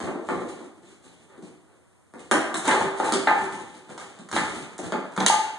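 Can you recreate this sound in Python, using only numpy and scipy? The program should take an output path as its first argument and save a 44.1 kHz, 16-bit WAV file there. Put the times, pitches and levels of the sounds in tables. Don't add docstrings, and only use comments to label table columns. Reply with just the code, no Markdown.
import sys
import numpy as np
from scipy import signal
from scipy.fft import rfft, irfft, next_fast_len
from scipy.io import wavfile

SR = 44100
rng = np.random.default_rng(int(sys.argv[2]) if len(sys.argv) > 2 else 0)


def store_pcm(level_fs):
    pcm = np.round(np.clip(level_fs, -1, 1) * 32767).astype(np.int16)
    wavfile.write(sys.argv[1], SR, np.atleast_2d(pcm).T)


N = 246078
TAPS = 4096
HZ = np.fft.rfftfreq(TAPS, 1 / SR)


def amp(db):
    return 10 ** (np.asarray(db) / 20)


def read(points, hz):
    f, value = np.transpose(points)
    return np.interp(np.log(hz + 1), np.log(f + 1), value)


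def unit(x):
    return x / np.sqrt(np.sum(x ** 2) + 1e-20)


def add(mix, t, sound):
    start = max(round(t * SR), 0)
    part = mix[start:][:len(sound)]
    part += sound[:len(part)]


# f/Hz, relative level/dB
AIR_COLOUR = [(30, -48), (80, 11), (170, 6), (400, 4), (1200, -2.5), (2200, -9), (5000, -20), (9000, -9),
              (11500, -22.5)]


def hush():
    level_db = -60.5
    spectrum = rfft(rng.standard_normal((2, N)))
    noise = irfft(spectrum * amp(read(AIR_COLOUR, np.fft.rfftfreq(N, 1 / SR))), N)
    return amp(level_db) * np.sqrt(2 * N) * unit(noise + 0.026 * noise[::-1])


# t/s, gain of the straight path
NEARNESS = [(4.2, 0.61), (4.9, 0.71), (5.25, 0.83)]


def straight_path(x):
    return x * np.interp(np.arange(N) / SR, *np.transpose(NEARNESS))


# f/Hz, time/s
ECHO_FADE = [(100, 0.25), (260, 0.73), (700, 0.84), (1800, 0.9), (4500, 0.65), (10000, 0.49)]
# f/Hz, correlation
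MIC_LIKENESS = [(100, 0.78), (300, 0.87), (600, 0.72), (1500, 0), (3000, 0), (10000, 0.13)]


def room(x, direct, wet, early=0.45, early_fade=0.028):
    t = np.arange(SR) / SR
    density = np.minimum(1500 + 120000 * t, SR) / SR
    present = rng.random((2, SR)) < density
    taps = rng.standard_normal((2, SR)) * present / np.sqrt(density)
    hz, at, z = signal.stft(taps, SR, nperseg=256)
    like = np.clip(read(MIC_LIKENESS, hz), -1, 1)[:, None]
    z[1] = like * z[0] + np.sqrt(1 - like ** 2) * z[1]
    fade = amp(-60 * at / read(ECHO_FADE, hz)[:, None])
    tail = signal.istft(z * fade, SR, nperseg=256)[1][:, :SR]
    tail *= (1 - np.exp(-t / 0.0011)) * (1 + early * np.exp(-t / early_fade))
    response = wet * np.sqrt(2) * unit(tail)
    response[0, 0] += direct
    response[1, 1] += direct
    return signal.fftconvolve(x[None], response, axes=1)[:, :N]


def pulse(db):
    log_gain = np.log(amp(np.maximum(db - db.max(), -90)))
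    circle = np.concatenate([log_gain, log_gain[-2:0:-1]])
    return unit(np.fft.ifft(np.exp(np.conj(signal.hilbert(circle)))).real)


def hump(centre_hz, steep_db):
    return -steep_db * np.minimum(np.log2((HZ + 1) / centre_hz) ** 2, 4)


def contact(force_db, hardness):
    soft = np.array((0, -9.5))
    hard = np.array((-10.5, 0.71))
    return force_db + soft + hardness * (hard - soft)


# f/Hz, relative level/dB
THUD = [(30, -45.5), (60, -9.5), (110, -5), (170, 0), (250, -4), (380, -5.5), (500, -16.5), (900, -17),
        (3000, -100)]
CLACK = [(100, -67.5), (350, 7.5), (550, 5.5), (850, 2), (1250, 0), (1700, -2), (2200, -6), (2800, -11.5),
         (4500, -19.5), (10000, -123)]
TICK = [(500, -66), (2200, 6.5), (3200, 6), (4200, 3), (5200, -2), (6700, 4), (8000, 6.5), (9400, 2),
        (10500, -1.5), (11800, -26.5)]


def scuff(length, rumble_db, scrape_db, hiss_db):
    count = int(max(length, .01) * 1.263 * SR)
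    t = np.arange(count) / SR
    grip_db = 2.8 * np.interp(t / 0.009, np.arange(200), rng.standard_normal(200))
    swell = np.hanning(count) * amp(grip_db)
    rumble = read(THUD, HZ) + hump(282, steep_db=1.5)
    layers = (rumble, rumble_db), (read(CLACK, HZ), scrape_db), (read(TICK, HZ), hiss_db)
    parts = []
    for colour, db in layers:
        size = rng.standard_normal(count)
        slipping = rng.random(count) < 550 / SR
        slips = size * slipping * swell
        parts.append(amp(db) * signal.fftconvolve(unit(slips), pulse(colour)))
    return sum(parts) * np.sqrt(length * SR)


def slide(t, length, force_db, hardness, claws_db):
    rumble_db, scrape_db = contact(force_db, np.clip(hardness, 0, 1))
    return t - .8 * length, scuff(length, rumble_db, scrape_db, force_db + claws_db)


# t/s, length/s,
# force level/dB, hardness (0-1), claws level/dB re force
SLIDES = [(0.035, 0.075, -30.5, 0.18, -17.5), (0.379, 0.16, -36.5, 0, -43), (0.863, .11, -56, 0, -28),
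          (1.36, 0.14, -51.5, 0.59, -29), (1.479, .11, -52, 0.08, -13), (1.721, 0.087, -61.5, 0.97, -27),
          (2.211, 0.054, -44.5, 0.4, -7.5), (2.669, 0.07, -30, 0.83, -4), (2.735, 0.055, -23.5, 1, -14.5),
          (2.827, 0.098, -28.5, 0.36, -13), (3.077, 0.085, -31.5, 1, -5), (3.42, 0.1, -38.5, 0.4, -9.5),
          (3.914, 0.087, -42, 0.26, -10.5), (4.019, 0.074, -40.5, 0.63, -6),
          (4.364, 0.079, -29, 0.06, -5.5), (4.861, .07, -31, 0.14, -15), (5.221, 0.068, -27, 0.8, -13.5)]


def slides():
    for row in SLIDES:
        yield slide(*row)


# t/s, force level/dB
SHUFFLE = [(0, -60), (.55, -41.5), (.72, -58.5), (1.2, -62.5), (1.4, -63), (2.15, -79), (2.26, -52),
           (2.9, -43), (3.55, -42.5), (3.8, -56.5), (4.25, -48.5), (4.55, -38), (4.75, -48.5), (5.5, -59)]


def shuffling(count=70):
    step = N / SR / count
    for k, (late, loud) in enumerate(rng.standard_normal((count, 2))):
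        t = step * (k + .5 + .15 * late)
        force_db = np.interp(t, *np.transpose(SHUFFLE)) - 4.5 * loud
        yield slide(t, .08, force_db, hardness=0.13, claws_db=-6.5)


def chatter(share, fade):
    t = np.arange(TAPS) / SR
    force = share * unit(rng.standard_normal(TAPS) ** 3 * np.exp(-t / fade))
    force[0] += 1
    return unit(force)


def strike(thud_db, thud_hz, clack_db, clack_hz, tick_db):
    thud = amp(thud_db - 1.5) * pulse(read(THUD, HZ) + hump(thud_hz, steep_db=11.5))
    clack = amp(clack_db - 4.5) * pulse(read(CLACK, HZ) + hump(clack_hz, steep_db=3.5))
    tick = amp(tick_db - 4.5) * pulse(read(TICK, HZ))
    body = signal.fftconvolve(thud + clack, chatter(share=0.79, fade=0.0084))
    return body + signal.fftconvolve(tick, chatter(share=0.91, fade=0.0015))


def landing(force_db, hardness, claws_db, thud_hz):
    hard = np.clip(hardness, 0, 1)
    thud_db, clack_db = contact(force_db, hard)
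    clack_hz = 570 * 2 ** (1.85 * hard)
    return amp(33.5) * strike(thud_db, thud_hz, clack_db, clack_hz, force_db + claws_db)


# t/s, force level/dB, hardness (0-1), claws level/dB re force, favoured thud f/Hz
LANDINGS = [(0.003, -28, 0.52, -12, 326), (0.074, -23, 0.45, -37, 342), (0.146, -25.5, 0, -40, 360),
            (0.288, -19, 0.48, -25.5, 350), (0.418, -28, 0, -31, 358), (0.605, -36.5, 0.2, -19, 320),
            (1.378, -43.5, 0, -17, 308), (1.426, -41, 0, -17, 234), (2.138, -35, 0.32, -19, 230),
            (2.313, -13.5, 0.78, -10, 340), (2.321, -20, 0.37, -30, 280), (2.543, -24.5, 0.72, -4.5, 315),
            (2.68, -16.5, 0.74, -9, 255.7), (2.711, -21, 0.82, -15.5, 273), (3.0002, -18.5, 0.46, -21, 340),
            (3.122, -19.5, 0.56, -7, 292), (3.272, -19, 0.98, -26, 397), (3.903, -38, 0.52, -29, 333),
            (4.189, -38.5, 0.31, -11.5, 220), (4.328, -24, 0.62, -8.5, 221), (4.364, -23.5, 1, -18, 275),
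            (4.384, -28.5, 0.83, -7.5, 278), (4.79, -30.5, 0.3, -9.5, 330), (4.9222, -19.5, 0.43, -25, 265),
            (5.177, -17.5, 0.42, -19, 222), (5.263, -32, 0.6, 14.5, 220)]


def landings():
    for t, *row in LANDINGS:
        yield t, landing(*row)


def floor_play(count=5):
    sounds = [*landings(), *slides(), *shuffling()]
    spots = np.zeros((count, N))
    for k, (t, sound) in enumerate(sounds):
        add(spots[k % count], t, sound)
    return sum(0.56 * straight_path(spot) + room(spot, direct=0, wet=0.89) for spot in spots)


def ringing(modes, knocks, direct, wet, build, flex, focus_db):
    t, out = np.arange(SR) / SR, np.zeros((2, N))
    hz, db, t60 = np.transpose(modes)[:, :, None]
    envelope = (1 - np.exp(-t / (build * t60))) * amp(-60 * t / t60)
    for knock_t, level_db, favoured_hz in knocks:
        height = unit(amp(db - focus_db * abs(np.log2(hz / favoured_hz))))
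        bent_hz = hz * (1 + flex * rng.uniform(-1.046, 1, hz.shape))
        ring = np.sum(height * envelope * np.sin(2 * np.pi * bent_hz * t), axis=0)
        for mix, heard in zip(out, room(ring, direct, wet)):
            add(mix, knock_t, amp(level_db) * heard)
    return out


# f/Hz, relative level/dB, time to die by 60 dB/s
BOARD_MODES = [(196, -4, 0.11), (268, -8, 0.1), (299.5, -8, 0.15), (343, -8, 0.2), (387, -8, 0.5)]
# t/s, level/dB, f/Hz that this spot favours
BOARD_KNOCKS = [(0.074, -20, 335), (0.118, -23, 343), (0.178, -21, 343), (0.292, -22, 335),
                (0.41, -26, 350), (0.458, -23, 335), (0.83, -35, 350), (0.908, -36, 320),
                (1.424, -27.5, 290), (2.346, -8, 295), (2.575, -19, 220), (2.676, -6, 255),
                (2.84, -10.5, 400), (3.14, -7, 405), (3.425, -22, 390), (4.79, -24, 320), (4.828, -19, 265),
                (4.924, -18, 215), (4.972, -15, 240), (5.178, -6, 190), (5.204, -7, 225), (5.24, -10, 190)]


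def boards():
    boom = ringing(BOARD_MODES, BOARD_KNOCKS, direct=.5, wet=.2, build=.04, flex=.012, focus_db=55)
    low_cut = signal.butter(3, 150, "highpass", fs=SR, output="sos")
    return signal.sosfilt(low_cut, boom)


def snap(db, centre_hz, rattle, knock_db):
    click = pulse(read(TICK, HZ) + hump(centre_hz, steep_db=8))
    knock = amp(knock_db) * pulse(read(CLACK, HZ) + hump(1820, steep_db=3.5))
    return amp(db) * signal.fftconvolve(click + knock, chatter(share=3.2, fade=max(rattle, .0003)))


# t/s, level/dB, centre f/Hz, rattle fade/s, hollow knock level/dB re click
SNAPS = [(2.315, -32, 14500, 0.0048, -10), (2.568, -30, 9200, 0.011, -25), (2.677, -31, 7540, 0.0021, 1.5),
         (2.712, -28.5, 4180, 0.0025, -5), (3.1232, -26, 7160, 0.0019, -14),
         (3.137, -24.5, 4650, 0.0011, -18), (3.273, -34, 2950, 0.0016, 13.5),
         (3.978, -42, 5160, 0.0029, 3.5), (4.288, -46, 6560, 0.0059, 1), (4.3144, -37, 6400, 0.0022, 0.5),
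         (4.364, -33, 4600, 0.0034, 4), (4.78, -41, 7900, 0.0069, -4), (4.922, -37, 3500, 0.00045, -2),
         (5.164, -41, 5960, 0.0044, 4), (5.203, -31, 3850, 0.0023, -8), (5.2632, -17, 6300, 0.00092, -6),
         (5.2829, -20.5, 7000, 0.00074, -8)]


def snaps():
    out = np.zeros(N)
    for t, *click in SNAPS:
        add(out, t, amp(27.0) * snap(*click))
    return straight_path(out) + room(out, direct=0, wet=1.0)


# f/Hz, relative level/dB, time to die by 60 dB/s
TOY_MODES = [(727, -11, .28), (808, -3.5, .32), (838, -6, .16), (853, -8, .4), (869, -2, .42),
             (890, -6, .2), (1220, -12.5, .38), (1545, -19, .25), (1630, -15, .25), (1771, -15.5, .45),
             (1956, -16, .14), (2050, -14, .3)]
# t/s, level/dB, f/Hz that the blow favours
TOY_KNOCKS = [(2.686, -19, 1800), (2.703, -20, 1600), (2.738, -18, 1050), (2.8107, -20, 900),
              (3.0, -22, 1150), (3.088, -24, 900), (3.273, -13, 1600), (3.2935, -15.5, 1100),
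              (3.3131, -14.5, 900), (3.375, -25, 950), (4.364, -20, 1600), (4.3852, -26, 1150),
              (4.946, -27, 1100), (5.2995, -12.5, 1100), (5.326, -19, 1250), (5.342, -17, 1000),
              (5.4, -25, 950)]


def toy():
    return ringing(TOY_MODES, TOY_KNOCKS, direct=.85, wet=.5, build=.002, flex=.009, focus_db=11)


def scene():
    return hush() + floor_play() + boards() + snaps() + toy()


# f/Hz, share (0-1)
CROSSFEED = [(200, 0.42), (600, 0.29), (1200, 0.8), (2600, 1), (5200, 0.3), (10000, 0.33)]


def record(dry):
    size = next_fast_len(N + TAPS)
    hz, z = np.fft.rfftfreq(size, 1 / SR), rfft(dry, size)
    delay = 1 / 2630
    share = np.clip(read(CROSSFEED, hz), 0, 1)
    other_side = share * np.exp(-2j * np.pi * hz * delay) * z[::-1]
    wide = irfft((z - other_side) / np.sqrt(1 + share ** 2), size)[:, :N]
    overloaded = np.clip(wide, -.85, .85)
    low_pass = signal.firwin(255, 11900, window=("kaiser", 8), fs=SR)
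    return signal.oaconvolve(overloaded, low_pass[None], "same")


dry = scene()
out = record(dry)
store_pcm(out)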